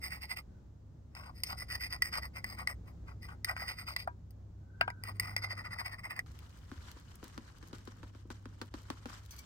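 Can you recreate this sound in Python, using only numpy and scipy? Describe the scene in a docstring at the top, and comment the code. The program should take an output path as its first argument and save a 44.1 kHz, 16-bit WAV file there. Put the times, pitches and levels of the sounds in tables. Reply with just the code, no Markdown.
"""Outdoors, far engines rumble and hum throughout, made from shaped noise and wavering tones.
Steel tweezers poke gritty soil into a small ceramic pot: random grain contacts ring the steel and crunch.
The tips click on stones, the pot rocks on its tray with a clack and a ring, and quick jabs pack the soil.
Then fine gravel, a hiss full of tiny ticks, slides from a plastic scoop that is tapped with a finger.
The level dips briefly during the pouring; near the end a few stones ring the metal tray."""
import sys
import numpy as np
from scipy import signal
from scipy.fft import rfft, irfft, next_fast_len
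from scipy.io import wavfile
from scipy.ndimage import map_coordinates

SR = 44100
rng = np.random.default_rng(int(sys.argv[2]) if len(sys.argv) > 2 else 0)


def inscribe(sig):
    """Save sig as 16-bit PCM at rate SR to the path in sys.argv[1].

    A 1-D sig is mono; a 2-D sig holds one channel per row.
    Samples are clipped to [-1, 1] before scaling.
    """
    pcm = np.round(np.clip(np.atleast_2d(sig).T, -1, 1) * 32767)
    wavfile.write(sys.argv[1], SR, pcm.astype(np.int16))


N = 416744

# Far engines. Each row: time in seconds, level in dB before the overall trim in outdoors().
LOW_HUM_LEVEL = [(0, -48), (.55, -59.5), (1.7, -49.5), (3.0, -50.5), (4.45, -54.5), (5.5, -76.5),
                 (6.7, -59.5), (8.0, -59), (9.45, -55)]
HIGH_HUM_LEVEL = [(0, -62), (1.5, -56.5), (3.1, -53), (4.45, -54), (5.4, -44.5), (6.1, -57), (7.3, -63),
                  (8.0, -53.5), (9.2, -52.5), (9.45, -67)]
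RUMBLE_LEVEL = [(0, -60.5), (.9, -64.5), (1.8, -59.5), (3.5, -60), (4.45, -64), (5.2, -60), (6.2, -62.5),
                (9.45, -65.5)]
# Tone colour of the rumble. Each row: frequency in Hz, relative level in dB.
RUMBLE_SPECTRUM = [(20, -15.5), (35, -11), (55, 2), (85, -4), (120, -4), (170, -9), (250, -14.5),
                   (400, -21.5), (800, -29.5), (1500, -37.5), (2500, -47), (7000, -47), (10000, -62),
                   (16000, -56.5)]
# How alike the rumble is left and right. Each row: frequency in Hz, likeness (1 = the same, 0 = unrelated).
RUMBLE_LIKENESS = [(60, 0.96), (130, 0.91), (300, 0.66), (700, 0), (8000, 0.11)]
# A faint whine swells and fades. Each row: middle in seconds, level in dB, half length in seconds.
WHINE_SWELLS = [(0.558, -79, 0.056), (4.914, -61.5, 0.18)]
# Tone colour of the whine, then of the low drone. Each row: frequency in Hz, relative level in dB.
WHINE_SPECTRUM = [(1100, -31.5), (1420, -12.5), (1520, 1.5), (1630, -17.5), (2000, -54.5)]
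DRONE_SPECTRUM = [(55, -42), (72, 5), (82, 10), (92, 5), (120, -48)]
# An uneven, wind-like low drone comes and goes once: middle in seconds, level in dB, half length in seconds.
DRONE_S, DRONE_DB, DRONE_HALF_S = 6.61, -56.5, 0.53

# The steady trickle, set by the scoop's tilt. Each row: time in seconds, level in dB before gravel()'s trim.
TRICKLE_LEVEL = [(6.28, -68), (6.38, -66.5), (6.65, -67.5), (7.1, -67), (7.85, -66.5), (8.25, -79),
                 (8.6, -73), (8.85, -66.5), (9.45, -65.5)]
# The heap gives way at once. Each row: middle in seconds, level in dB before the same trim,
# half length in seconds.
SLUMPS = [(6.866, -61, .08), (9.131, -55, 0.062)]
# Each slide gathers speed and runs out.
SLIDE_RISE_S, SLIDE_FALL_S = 0.01, 0.04
# Tone colour of sliding gravel. Each row: frequency in Hz, relative level in dB.
GRAVEL_SPECTRUM = [(300, -8.5), (600, -10), (1000, -1), (1500, -2.5), (2200, -9), (2700, -12.5),
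                   (3000, -7.5), (3400, -11.5), (4000, -11), (6000, -12.5), (9000, -18), (10300, -29),
                   (12000, -18.5), (16000, -37)]
# The biggest stones land in the pot. Each row: start in seconds, level in dB, strongest frequency in Hz.
BIG_STONES = [(6.3898, -42, 3100), (6.915, -38.5, 4590), (7.1556, -41, 11400), (7.2417, -38, 4970),
              (7.2803, -45.5, 6800), (9.2612, -45, 4120)]
# Smaller ones fall at random, more strongly in a fuller trickle: dB over the trickle's row,
# spread in dB, middle of the pitches in Hz, their spread in octaves.
PEBBLE_COUNT = 30
PEBBLE_DB, PEBBLE_SPREAD_DB, PEBBLE_HZ, PEBBLE_OCTAVES = 16.5, 1.5, 4700, 0.19
# Stones spill onto the tray. Each row: start in seconds, level in dB.
TRAY_SPILLS = [(9.3078, -39), (9.317, -42.5), (9.3394, -48), (9.363, -46), (9.382, -44), (9.3886, -40.5)]
# The tray's resonances. Each row: frequency in Hz, width in Hz, level in dB.
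TRAY_MODES = [(2276, 23, -3), (3300, 85, -8), (4370, 58, -6), (4820, 60, -2), (5590, 34, -5),
              (6120, 100, -2), (7650, 31, -7), (8980, 59, -7), (10800, 56, -12), (11460, 70, -5),
              (12760, 56, -13), (15250, 67, -5)]

# Taps on the scoop. Each row: start in seconds, thump level in dB, rattle in dB relative to the thump
# (before the trims in taps()), level in dB of the slide it sets off (before gravel()'s trim).
SCOOP_TAPS = [(6.716, -39.5, -5.5, -64), (6.964, -49.5, -8, -64), (7.229, -42, -4.5, -58.5),
              (7.378, -39.5, 0.5, -65), (7.627, -49.5, 2, -66), (7.73, -38.5, -3.5, -66),
              (7.875, -41, -0.5, -63), (8.031, -43, -4.5, -68.5), (8.149, -49, -4, -64.5),
              (8.251, -48, -35, -89), (8.303, -39.5, -0.5, -60), (8.456, -41.5, -4.5, -77),
              (8.615, -37.5, 3.5, -77), (8.74, -37, -4, -60), (8.902, -35, 2, -61.5),
              (9.057, -37, -3, -61.5)]
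# The plastic scoop's resonances. Each row: frequency in Hz, width in Hz, level in dB.
SCOOP_MODES = [(242.5, 59, 5), (312, 118, 2), (545, 124, -9), (985, 36, -7.5), (1310, 47, -15),
               (3137, 20, -14)]
# Tone colours of the thump and of the rattling load. Each row: frequency in Hz, relative level in dB.
THUMP_SPECTRUM = [(80, -4.0), (220, 1.5), (600, -2), (2000, -8.5)]
RATTLE_SPECTRUM = [(300, 0), (500, 1), (650, -7), (800, 0), (1450, 2.5), (2150, -11), (3000, -10.5),
                   (3400, -10.5), (4500, -10), (7000, -20), (12000, -30), (16000, -28)]
# A harder rattle is brighter: treble dB per dB over a firm tap.
FIRM_TAP_DB, TAP_BRIGHTENS = -39, 0.29

# The pot knocks on the tray. Each row: start in seconds, level in dB, hardness as treble change in dB.
POT_KNOCKS = [(4.075, -22, -15), (4.811, -17.5, 9.5), (4.878, -22, -5)]
# The pot's ring. Each row: frequency in Hz, level in dB, time in seconds to die away by 60 dB.
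POT_MODES = [(731, -1.5, 0.018), (967, -11, 0.11), (1472, 0.5, 0.028), (1600, -11.5, 0.11),
             (2190, -21, 0.088), (2430, -11, 0.04), (3160, -12, 0.0095), (4730, -26.5, 0.028),
             (8700, -26, 0.021)]
# Tone colour of the pot's thud. Each row: frequency in Hz, relative level in dB.
THUD_SPECTRUM = [(200, -39.5), (420, -38), (680, -3), (1300, 2), (2000, -10.5), (3000, -14.5), (3900, -27),
                 (4900, -18.5), (6200, -42.5), (9000, -45), (16000, -37)]
# The pot heard in stereo. Each row: frequency in Hz, left minus right in dB.
POT_BALANCE = [(60, 3.5), (92, -6), (140, -23.5), (210, -6.5), (330, -2.5), (500, 10), (770, 0.5),
               (1170, 11), (1790, 0), (2740, -2.5), (4190, 5.5), (6410, 1), (9810, 2.5), (15000, 1)]
# Its phase. Each row: frequency in Hz, radians by which the left side leads.
POT_PHASE = [(200, -0.5), (800, 1.23), (1100, 3), (1330, 1), (1600, 2.5), (2000, 1.22), (2400, 3.5),
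             (3000, 4), (5000, 1.74), (7500, 1.5), (8700, -0.5), (11500, -6), (12800, -7.5), (16000, -12)]

# The tips snap against a stone. Each row: start in seconds, level in dB, soil crunch in dB relative to it,
# treble change in dB (crunch and treble before the trims in clicks()).
STONE_CLICKS = [(1.151, -38, -10, -17), (1.4353, -17, -24, -5), (2.0218, -14.5, -20.5, -17),
                (2.443, -23.5, -14, -23.5), (2.6737, -19.5, -16, -28), (3.4463, -18.5, -29, -13),
                (3.565, -32.5, -3, -49), (3.9636, -21.5, -14.5, -20), (4.0743, -47.5, -21, 17),
                (4.3073, -46.5, -30, 9), (4.902, -34, -4, -33), (5.037, -27, -16.5, -9.5),
                (5.1979, -15.5, -23, -7), (5.3645, -18, -16, -21), (6.1916, -22, -12, -29)]
# Tone colour of the snap. Each row: frequency in Hz, relative level in dB.
SNAP_SPECTRUM = [(600, -25), (2700, 0), (7000, -8), (16000, -12)]
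# Resonances of the tweezers. Each row: frequency in Hz, width in Hz, level in dB.
STEEL_MODES = [(1979, 119, 2.5), (2370, 440, -7), (4940, 238, -1.5), (5140, 1100, -19.5), (8713, 140, -6),
               (11850, 430, -20.5), (13080, 400, -13), (15130, 230, -12.5)]
# The fingers' grip damps or frees the steel's upper modes. Each row: time in seconds, then dB for
# the broad mode beside the first, for the second bending mode and for the treble.
GRIP_CHANGES = [(0.2, 0, 1.5, -0.5), (1.5, 1.5, 5, -1), (2.25, -5, 0, -7), (2.7, -4.5, -3, -7.5),
                (3.5, -3.5, 1, -5.5), (3.85, 3, 5, -1), (5.15, -1.5, -0.5, -3), (5.42, -6, 2, -13.5),
                (6.2, -4.5, -6, -12)]
# Where the tips work. Each row: time in seconds, left minus right in dB, added to the pot's own balance.
TIP_PLACE = [(0.0, -4), (0.42, -3.5), (0.43, 1.5), (0.94, 2), (1.64, -3.5), (3.17, 2), (3.67, -2),
             (4.05, 1.5), (6.25, -1.5)]

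# Single pokes into the grit. Each row: start in seconds, length in seconds, steel level in dB,
# soil level in dB (both levels before the trims in scraping()).
SINGLE_POKES = [(0.025, 0.054, -41, -54), (0.105, 0.07, -46, -54.5), (0.215, 0.037, -44.5, -57),
                (0.295, 0.036, -42, -50.5), (0.365, 0.031, -43, -52.5), (1.152, 0.081, -58.5, -55.5),
                (1.228, 0.075, -63.5, -55), (1.35, 0.077, -62, -73), (1.45, 0.057, -50, -63),
                (1.495, 0.04, -44, -43), (1.575, 0.061, -45.5, -54.5), (1.695, .075, -42.5, -50.5),
                (1.805, 0.064, -39.5, -57), (1.905, 0.051, -40, -50.5), (2.03, 0.059, -42, -55),
                (2.125, 0.066, -40.5, -45), (2.22, 0.046, -45, -54), (2.348, 0.044, -45, -51),
                (2.45, 0.11, -51.5, -60), (2.578, .048, -47, -49), (2.68, 0.041, -41.5, -51),
                (2.865, 0.045, -67.5, -63), (3.075, 0.055, -65.5, -58), (3.222, 0.047, -53.5, -67),
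                (3.28, 0.062, -65, -57), (3.472, 0.051, -42, -43), (3.565, 0.1, -48, -52.5),
                (3.672, 0.06, -42, -48.5), (3.765, 0.074, -49, -57), (3.87, 0.062, -46, -50.5),
                (3.975, 0.059, -49.5, -60), (5.045, 0.065, -49.5, -53), (5.148, 0.03, -63.5, -65),
                (5.215, 0.12, -48.5, -53), (5.372, 0.026, -46, -52)]
# Tone colour of the crunching soil. Each row: frequency in Hz, relative level in dB.
SOIL_SPECTRUM = [(250, -41), (480, -16), (700, -5.5), (950, -2.5), (1120, 0), (1350, -5), (1520, 1),
                 (1720, -17.5), (2400, -5), (2700, -15), (3000, -16.5), (3500, -21.5), (7000, -27.5),
                 (16000, -39.5)]
# Every poke bites, is pressed hardest in its middle and lets go.
ATTACK_S, RELEASE_S, ARCH_DB = 0.0036, 0.0084, 4.5
BRUSH_DB = -14.5  # the tips brush loose grit on the way in and out
# A lighter touch sounds brighter: treble dB per dB below a firm push.
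FIRM_DB, LIGHT_BRIGHTENS = -45, .2
# The soil is packed with a run of quickening jabs: first start, first gap, how much each gap shrinks.
JAB_COUNT = 12
JAB_START_S, JAB_GAP_S, JAB_QUICKENS_S = 5.421, .0757, .00176
JAB_DUTY, JAB_SOIL_DB = 0.59, -6.5  # share of each gap; soil relative to steel before the trims
# Effort of the jabs. Each row: time in seconds, steel level in dB before the trim in scraping().
JAB_STEEL_LEVEL = [(5.44, -43), (5.53, -43), (5.67, -47.5), (5.8, -39.5), (5.87, -41.5), (5.995, -55),
                   (6.06, -39.5), (6.18, -47.5)]

# The level of everything dips briefly during the pouring.
DIP_S, DIP_DB, DIP_HALF_S = 8.7, -10, 0.01
TOP_HZ = 16300  # upper edge of the sound


def amp(db):
    """Turn decibels into a gain."""
    return 10 ** (np.asarray(db) / 20)


def unit(x):
    """Scale to an average strength (rms) of 1."""
    return x / np.sqrt(np.mean(x ** 2) + 1e-20)


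def crest(x):
    """Scale to a peak of 1."""
    return x / (np.abs(x).max() + 1e-20)


def clock(size=N):
    """Sample times in seconds."""
    return np.arange(size) / SR


def along(points, hz):
    """Read (frequency, value) points between their rows, on a log frequency axis."""
    f, v = np.transpose(points)
    return np.interp(np.log(hz + 1), np.log(f), v)


def curves(rows):
    """One value per sample for each column after the time."""
    s, *cols = np.transpose(rows)
    return [np.interp(clock(), s, c) for c in cols]


def wobble(rate):
    """A smooth random curve with the given number of random points a second."""
    knots = rng.standard_normal(int(N * rate / SR) + 4)
    return map_coordinates(knots, [clock() * rate])


def swell(s, half):
    """A bell-shaped rise and fall around time s."""
    return np.exp(-((clock() - s) / half) ** 2)


def filtered(x, response):
    """Multiply the sound's spectrum by a response that depends on frequency."""
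    n = x.shape[-1]
    m = 2 * next_fast_len(n // 2 + 4096)  # spare room for the filter's tail
    return irfft(rfft(x, m) * response(np.fft.rfftfreq(m, 1 / SR)), m)[..., :n]


def coloured(x, spectrum):
    """Give a sound a tone colour with a filter that never acts ahead of its input."""
    def response(hz):
        # folding the cepstrum gives the phase that belongs to these levels
        cepstrum = irfft(np.log(amp(along(spectrum, hz))))
        cepstrum[1:len(hz) - 1] *= 2
        cepstrum[len(hz):] = 0
        return np.exp(rfft(cepstrum))
    return filtered(x, response)


def rung(x, modes):
    """Let a sound excite a body's resonances, each of which rings at its own pitch."""
    def response(hz):
        total = 0
        for k, (centre, width, db) in enumerate(modes):
            band = 1j * hz * width / (centre * centre - hz * hz + 1j * hz * width)
            total = total + (-1) ** k * amp(db) * band  # neighbours have opposite sign
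        return total
    return filtered(x, response)


def treble(x, db):
    """Harder contacts drive the upper modes more: raise or lower the treble."""
    return filtered(x, lambda hz: amp(along([(2500, 0.024), (10000, 1.0)], hz) * db))


def grains(rate, spread_db, size=N):
    """Tiny contacts of random size, about rate of them a second, with rms 1."""
    hit = rng.random(size) < rate / SR
    sign = rng.choice([-1, 1], size)
    force = amp(spread_db * np.clip(rng.standard_normal(size), -2, 2))
    return unit(hit * sign * force)


def pings(rate, spread_db, low_hz, high_hz, t60, size):
    """Stones of every size tick, each briefly at its own pitch; rms 1."""
    count = int(rate * size / SR) + 1
    when, pitch, force, phase = rng.random((count, 4)).T[:, :, None]
    t = clock(256)
    hz = low_hz + pitch * (high_hz - low_hz)
    fade = amp(-spread_db * np.log(force + 0.023) - 60 * t / t60)
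    ticks = fade * np.sin(2 * np.pi * (hz * t + phase))
    places = (when * size).astype(int) + np.arange(len(t))
    return unit(np.bincount(places.ravel(), ticks.ravel(), size)[:size])


def burst(t60, tail_db, tail_t60, size=8192):
    """A contact in fading noise: a brief crack and a longer chatter."""
    t = clock(size)
    return rng.standard_normal(size) * (amp(-60 * t / t60) + amp(tail_db - 60 * t / tail_t60))


def add(track, s, sound):
    """Mix a sound into a track at time s."""
    room = track[..., max(round(s * SR), 0):][..., :sound.shape[-1]]
    room += sound[..., :room.shape[-1]]


def hum(hz):
    """A tone whose pitch and strength waver at random."""
    tone = np.sin(2 * np.pi * np.cumsum(hz + 0.7 * wobble(5)) / SR)
    return unit(tone * amp(0.54 * wobble(6)))


def outdoors(rumble_db=8, low_db=-2, high_db=-1.0, low_hz=68, high_hz=99.3):
    """Far engines' uneven rumble and two wavering hums; also a low, wind-like drone and a faint whine."""
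    low, high, rumble = curves(LOW_HUM_LEVEL) + curves(HIGH_HUM_LEVEL) + curves(RUMBLE_LEVEL)

    def spread(hz):
        # the less alike the two sides are, the more goes to their difference
        turn = np.arccos(np.clip(along(RUMBLE_LIKENESS, hz), -1, 1)) / 2
        return amp(along(RUMBLE_SPECTRUM, hz)) * [np.cos(turn), np.sin(turn)]

    mid, side = filtered(rng.standard_normal((2, N)), spread)
    air = unit(np.array([mid + side, mid - side])) * amp(rumble + rumble_db + wobble(9.5))
    whine = unit(coloured(rng.standard_normal((2, N)), WHINE_SPECTRUM))
    whine_level = sum(amp(db) * swell(s, half) for s, db, half in WHINE_SWELLS)
    drone = unit(coloured(rng.standard_normal(N), DRONE_SPECTRUM))
    drone_level = amp(DRONE_DB) * swell(DRONE_S, DRONE_HALF_S)
    hums = amp(low + low_db) * hum(low_hz) + amp(high + high_db) * hum(high_hz)
    return air + drone_level * drone + hums + whine_level * whine


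def trickle(size):
    """Fine sand hisses while coarser grit ticks through it."""
    sand = grains(rate=9000, spread_db=4.5, size=size)
    grit = pings(rate=1500, spread_db=5, low_hz=900, high_hz=9000, t60=.008, size=size)
    return sand + .65 * grit


def flow():
    """How much gravel moves: a steady trickle, a slide after each tap and slumps; their powers add."""
    power = amp(curves(TRICKLE_LEVEL)[0]) ** 2
    t = clock(SR // 2)
    slide = crest((1 - np.exp(-t / SLIDE_RISE_S)) * np.exp(-t / SLIDE_FALL_S))
    for s, _, _, db in SCOOP_TAPS:
        add(power, s, (amp(db) * slide) ** 2)
    slumps = sum((amp(db) * swell(s, half)) ** 2 for s, db, half in SLUMPS)
    return np.sqrt(power + slumps)


def pebbles(start):
    """Small stones that drop at random from start on: rows like those of the big stones."""
    when = rng.uniform(start, N / SR, PEBBLE_COUNT)
    force, pitch = np.clip(rng.standard_normal((PEBBLE_COUNT, 2)).T, -2, 2)
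    db = np.interp(when, *np.transpose(TRICKLE_LEVEL)) + PEBBLE_DB + PEBBLE_SPREAD_DB * force
    return list(zip(when, db, PEBBLE_HZ * 2 ** (PEBBLE_OCTAVES * pitch)))


def gravel(level_db=2, stone_db=0, spill_db=0):
    """Gravel slides in surges; single stones tick into the pot or ring the tray."""
    out, start = np.zeros((2, N)), 6.26
    size = N - round(start * SR)
    add(out, start, unit(coloured(np.array([trickle(size), trickle(size)]), GRAVEL_SPECTRUM)))
    out *= flow() * amp(level_db + 2.6 * wobble(60))
    for s, db, hz in list(BIG_STONES) + pebbles(start):
        tick = np.array([burst(t60=0.011, tail_db=-18, tail_t60=0.075) for _ in range(2)])
        tick = coloured(tick, [(hz / 5, -18), (hz / 2, -8), (hz, 0), (2 * hz, -8)])
        add(out, s, amp(db + stone_db) * crest(tick))
    for s, db in TRAY_SPILLS:
        tick = np.array([burst(t60=0.02, tail_db=-11, tail_t60=0.13) for _ in range(2)])
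        spill = treble(crest(rung(tick, TRAY_MODES)) + 0.52 * crest(tick), 0.5)
        add(out, s, amp(db + spill_db) * crest(spill))
    return out * amp([[.9], [-.9]])  # a little to the left


def taps(thump_db=0, rattle_db=3, crack_db=8.0, lag=0.00205):
    """A finger taps the scoop: the load of gravel cracks against it and resettles, the plastic thumps."""
    out = np.zeros((2, N))
    for s, db, jump_db, _ in SCOOP_TAPS:
        blow = amp(-32.5) * burst(t60=0.036, tail_db=-5, tail_t60=0.22)
        blow[0] += 1
        thump = crest(coloured(rung(blow, SCOOP_MODES), THUMP_SPECTRUM))
        crack = np.array([burst(t60=.007, tail_db=-40, tail_t60=.02) for _ in range(2)])
        crack = crack + crack[::-1] * 0.082  # a little of each side reaches the other
        rattle = np.array([burst(t60=0.027, tail_db=-1, tail_t60=0.093) for _ in range(2)])
        jump = amp(crack_db) * crest(coloured(crack, RATTLE_SPECTRUM))
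        jump = jump + amp(rattle_db) * crest(coloured(rattle, RATTLE_SPECTRUM))
        bright_db = 0.5 + TAP_BRIGHTENS * (db + jump_db - FIRM_TAP_DB)
        add(out, s + lag, amp(db + thump_db) * thump * amp([[2.5], [-2.5]]))
        add(out, s, amp(db + jump_db) * treble(jump, bright_db))
    return out


def knocks(thud_db=-1, ring_db=-1):
    """The pot tips and comes down on its feet: a dull clack and the ring of the clay."""
    out, t = np.zeros(N), clock(8192)
    for s, db, hard_db in POT_KNOCKS:
        thud = crest(coloured(burst(t60=.014, tail_db=-24, tail_t60=.1), THUD_SPECTRUM))
        ring = np.zeros(len(t))
        for hz, level, t60 in POT_MODES:
            ring += amp(level - 60 * t / t60) * np.sin(2 * np.pi * (hz * t + rng.random()))
        ring = crest(ring * (1 - np.exp(-t / 0.00034)))  # a soft start
        # a softer landing drives the upper modes less
        hardness = [(1000, 0), (1500, hard_db / 2), (3500, hard_db)]
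        landing = coloured(amp(thud_db) * thud + amp(ring_db) * ring, hardness)
        add(out, s, amp(db) * landing)
    return out


def grip(s):
    """What the grip adds at time s, in dB: to the broad mode, the second bending mode and the treble."""
    when, *columns = np.transpose(GRIP_CHANGES)
    return [np.interp(s, when, column) for column in columns]


def gripped(s, shift, scatter_db):
    """The steel's modes: the grip table sets levels at time s; pitch and level also vary at random."""
    hz, width, db = np.transpose(STEEL_MODES)
    broad_db, second_db, _ = grip(s)
    grip_db = np.array([0, broad_db, second_db, second_db, 0, 0, 0, 0])
    detune, level = rng.standard_normal((2, len(hz)))
    shifted_hz = hz * (1 + shift * detune * np.sqrt(hz[0] / hz))
    return np.transpose([shifted_hz, width, db + grip_db + scatter_db * level])


def clicks(level_db=0, treble_db=13, soil_db=2):
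    """A tip slips off a stone and chatters on the next: the steel's bending modes ring briefly."""
    out = np.zeros(N)
    for s, db, crunch_db, bright_db in STONE_CLICKS:
        blow = amp(-22) * burst(t60=.022, tail_db=-22, tail_t60=.06)
        blow[0] += 1
        steel = rung(blow, gripped(s, shift=0, scatter_db=-0.5))
        ring = crest(treble(steel, bright_db + treble_db))
        crunch = crest(coloured(burst(t60=0.015, tail_db=-13.5, tail_t60=.04), SOIL_SPECTRUM))
        snap = crest(coloured(burst(t60=.012, tail_db=-32, tail_t60=.04), SNAP_SPECTRUM))
        add(out, s, amp(db + level_db) * (ring + amp(crunch_db + soil_db) * crunch))
        add(out, s, amp(db - 12) * snap)
    return out


def jabs():
    """The packing jabs as pokes: each gap and each jab is a little shorter than the last."""
    gaps = JAB_GAP_S - JAB_QUICKENS_S * np.arange(JAB_COUNT)
    starts = JAB_START_S + np.cumsum(gaps) - gaps
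    lengths = JAB_DUTY * gaps
    db = np.interp(starts + lengths / 2, *np.transpose(JAB_STEEL_LEVEL))
    return list(zip(starts, lengths, db, db + JAB_SOIL_DB))


def pressure(t, length):
    """The force of one poke: attack, an arched hold, release."""
    attack = (1 + np.tanh(t / ATTACK_S / 2)) / 2
    release = (1 + np.tanh((length - t) / RELEASE_S / 2)) / 2
    off_middle = (2 * t / length - 1) ** 2
    brush = amp(BRUSH_DB) * np.exp(-off_middle / 2)
    return (attack * release + brush) * amp(-ARCH_DB * np.minimum(off_middle, 1))


def sinking(crunch, depth, fall_db):
    """The crunch is bright as the tips go in and dull when they sit deep."""
    dull = filtered(crunch, lambda hz: 1 / (1 + (hz / 1200) ** 4))
    return dull * amp(fall_db * depth) + (crunch - dull) * amp(-fall_db * depth)


def scraping(steel_db=1, soil_db=1, catch_db=2.5, lag=0.0014):
    """Each poke drags the tips past grains, which ring the steel; the soil gives way a moment later."""
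    out = np.zeros(N)
    t = clock(12288) - .07  # starts ahead of the poke to leave room for the brushing
    catches = amp(catch_db * wobble(120))  # the tips catch and slip
    for s, length, db, crunch_db in list(SINGLE_POKES) + jabs():
        push = pressure(t, length) * unit(catches[max(round(s * SR), 0):][:len(t)])
        modes = gripped(s, shift=.022, scatter_db=1.5)
        treble_db = grip(s)[-1] + LIGHT_BRIGHTENS * (FIRM_DB - db)
        contacts = grains(rate=2600, spread_db=5.5, size=len(t))
        steel = unit(treble(rung(contacts, modes), treble_db))
        crumbs = pings(rate=700, spread_db=4.5, low_hz=500, high_hz=2900, t60=.014, size=len(t))
        crumbling = 0.43 * crumbs + grains(rate=4000, spread_db=5.5, size=len(t))
        soil = unit(coloured(crumbling, SOIL_SPECTRUM))
        soil = sinking(soil, np.tanh(2 * t / length - 1), fall_db=9.0)
        soil = soil * np.interp(t - lag, t, push)
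        poke = amp(steel_db + db) * push * steel + amp(soil_db + crunch_db) * soil
        begin = s + t[0]
        add(out, begin, poke[max(-round(begin * SR), 0):])  # cut what lies ahead of time zero
    return out


def scattered(x, count=40):
    """Brief diffuse echoes: overlapping pieces of the sound each get a fresh random tail."""
    out, hop = np.zeros((2, N)), N // count + 1
    padded = np.pad(x, ((0, 0), (hop, 2 * hop)))
    for k in range(count):
        echoes = rng.standard_normal((2, 4096)) * amp(-60 * clock(4096) / .05)
        piece = padded[:, k * hop:][:, :2 * hop] * np.hanning(2 * hop)  # pieces overlap by half
        tail = signal.fftconvolve(piece, echoes / np.linalg.norm(echoes[0]), axes=1)
        add(out, max(k - 1, 0) * hop / SR, tail[:, hop * (k == 0):])
    return out


def scene():
    """The pot stands close, so each side hears its own level and phase; brief echoes blur it a little."""
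    def half(hz):
        return amp(along(POT_BALANCE, hz) / 2) * np.exp(.5j * along(POT_PHASE, hz))

    place_db, = curves(TIP_PLACE)
    place = amp(np.array([place_db, -place_db]) / 2)
    work = (scraping() + clicks()) * place + knocks()
    pot = filtered(work, lambda hz: np.array([half(hz), 1 / half(hz)]))
    dip = amp(DIP_DB * swell(DIP_S, DIP_HALF_S))
    return (pot + amp(-9) * scattered(pot) + taps() + gravel() + outdoors()) * dip


def record(dry):
    """A steep low-pass filter removes nearly everything above the top frequency."""
    return filtered(dry, lambda hz: 1 / (1 + (hz / TOP_HZ) ** 120))


dry = scene()
out = record(dry)
inscribe(out)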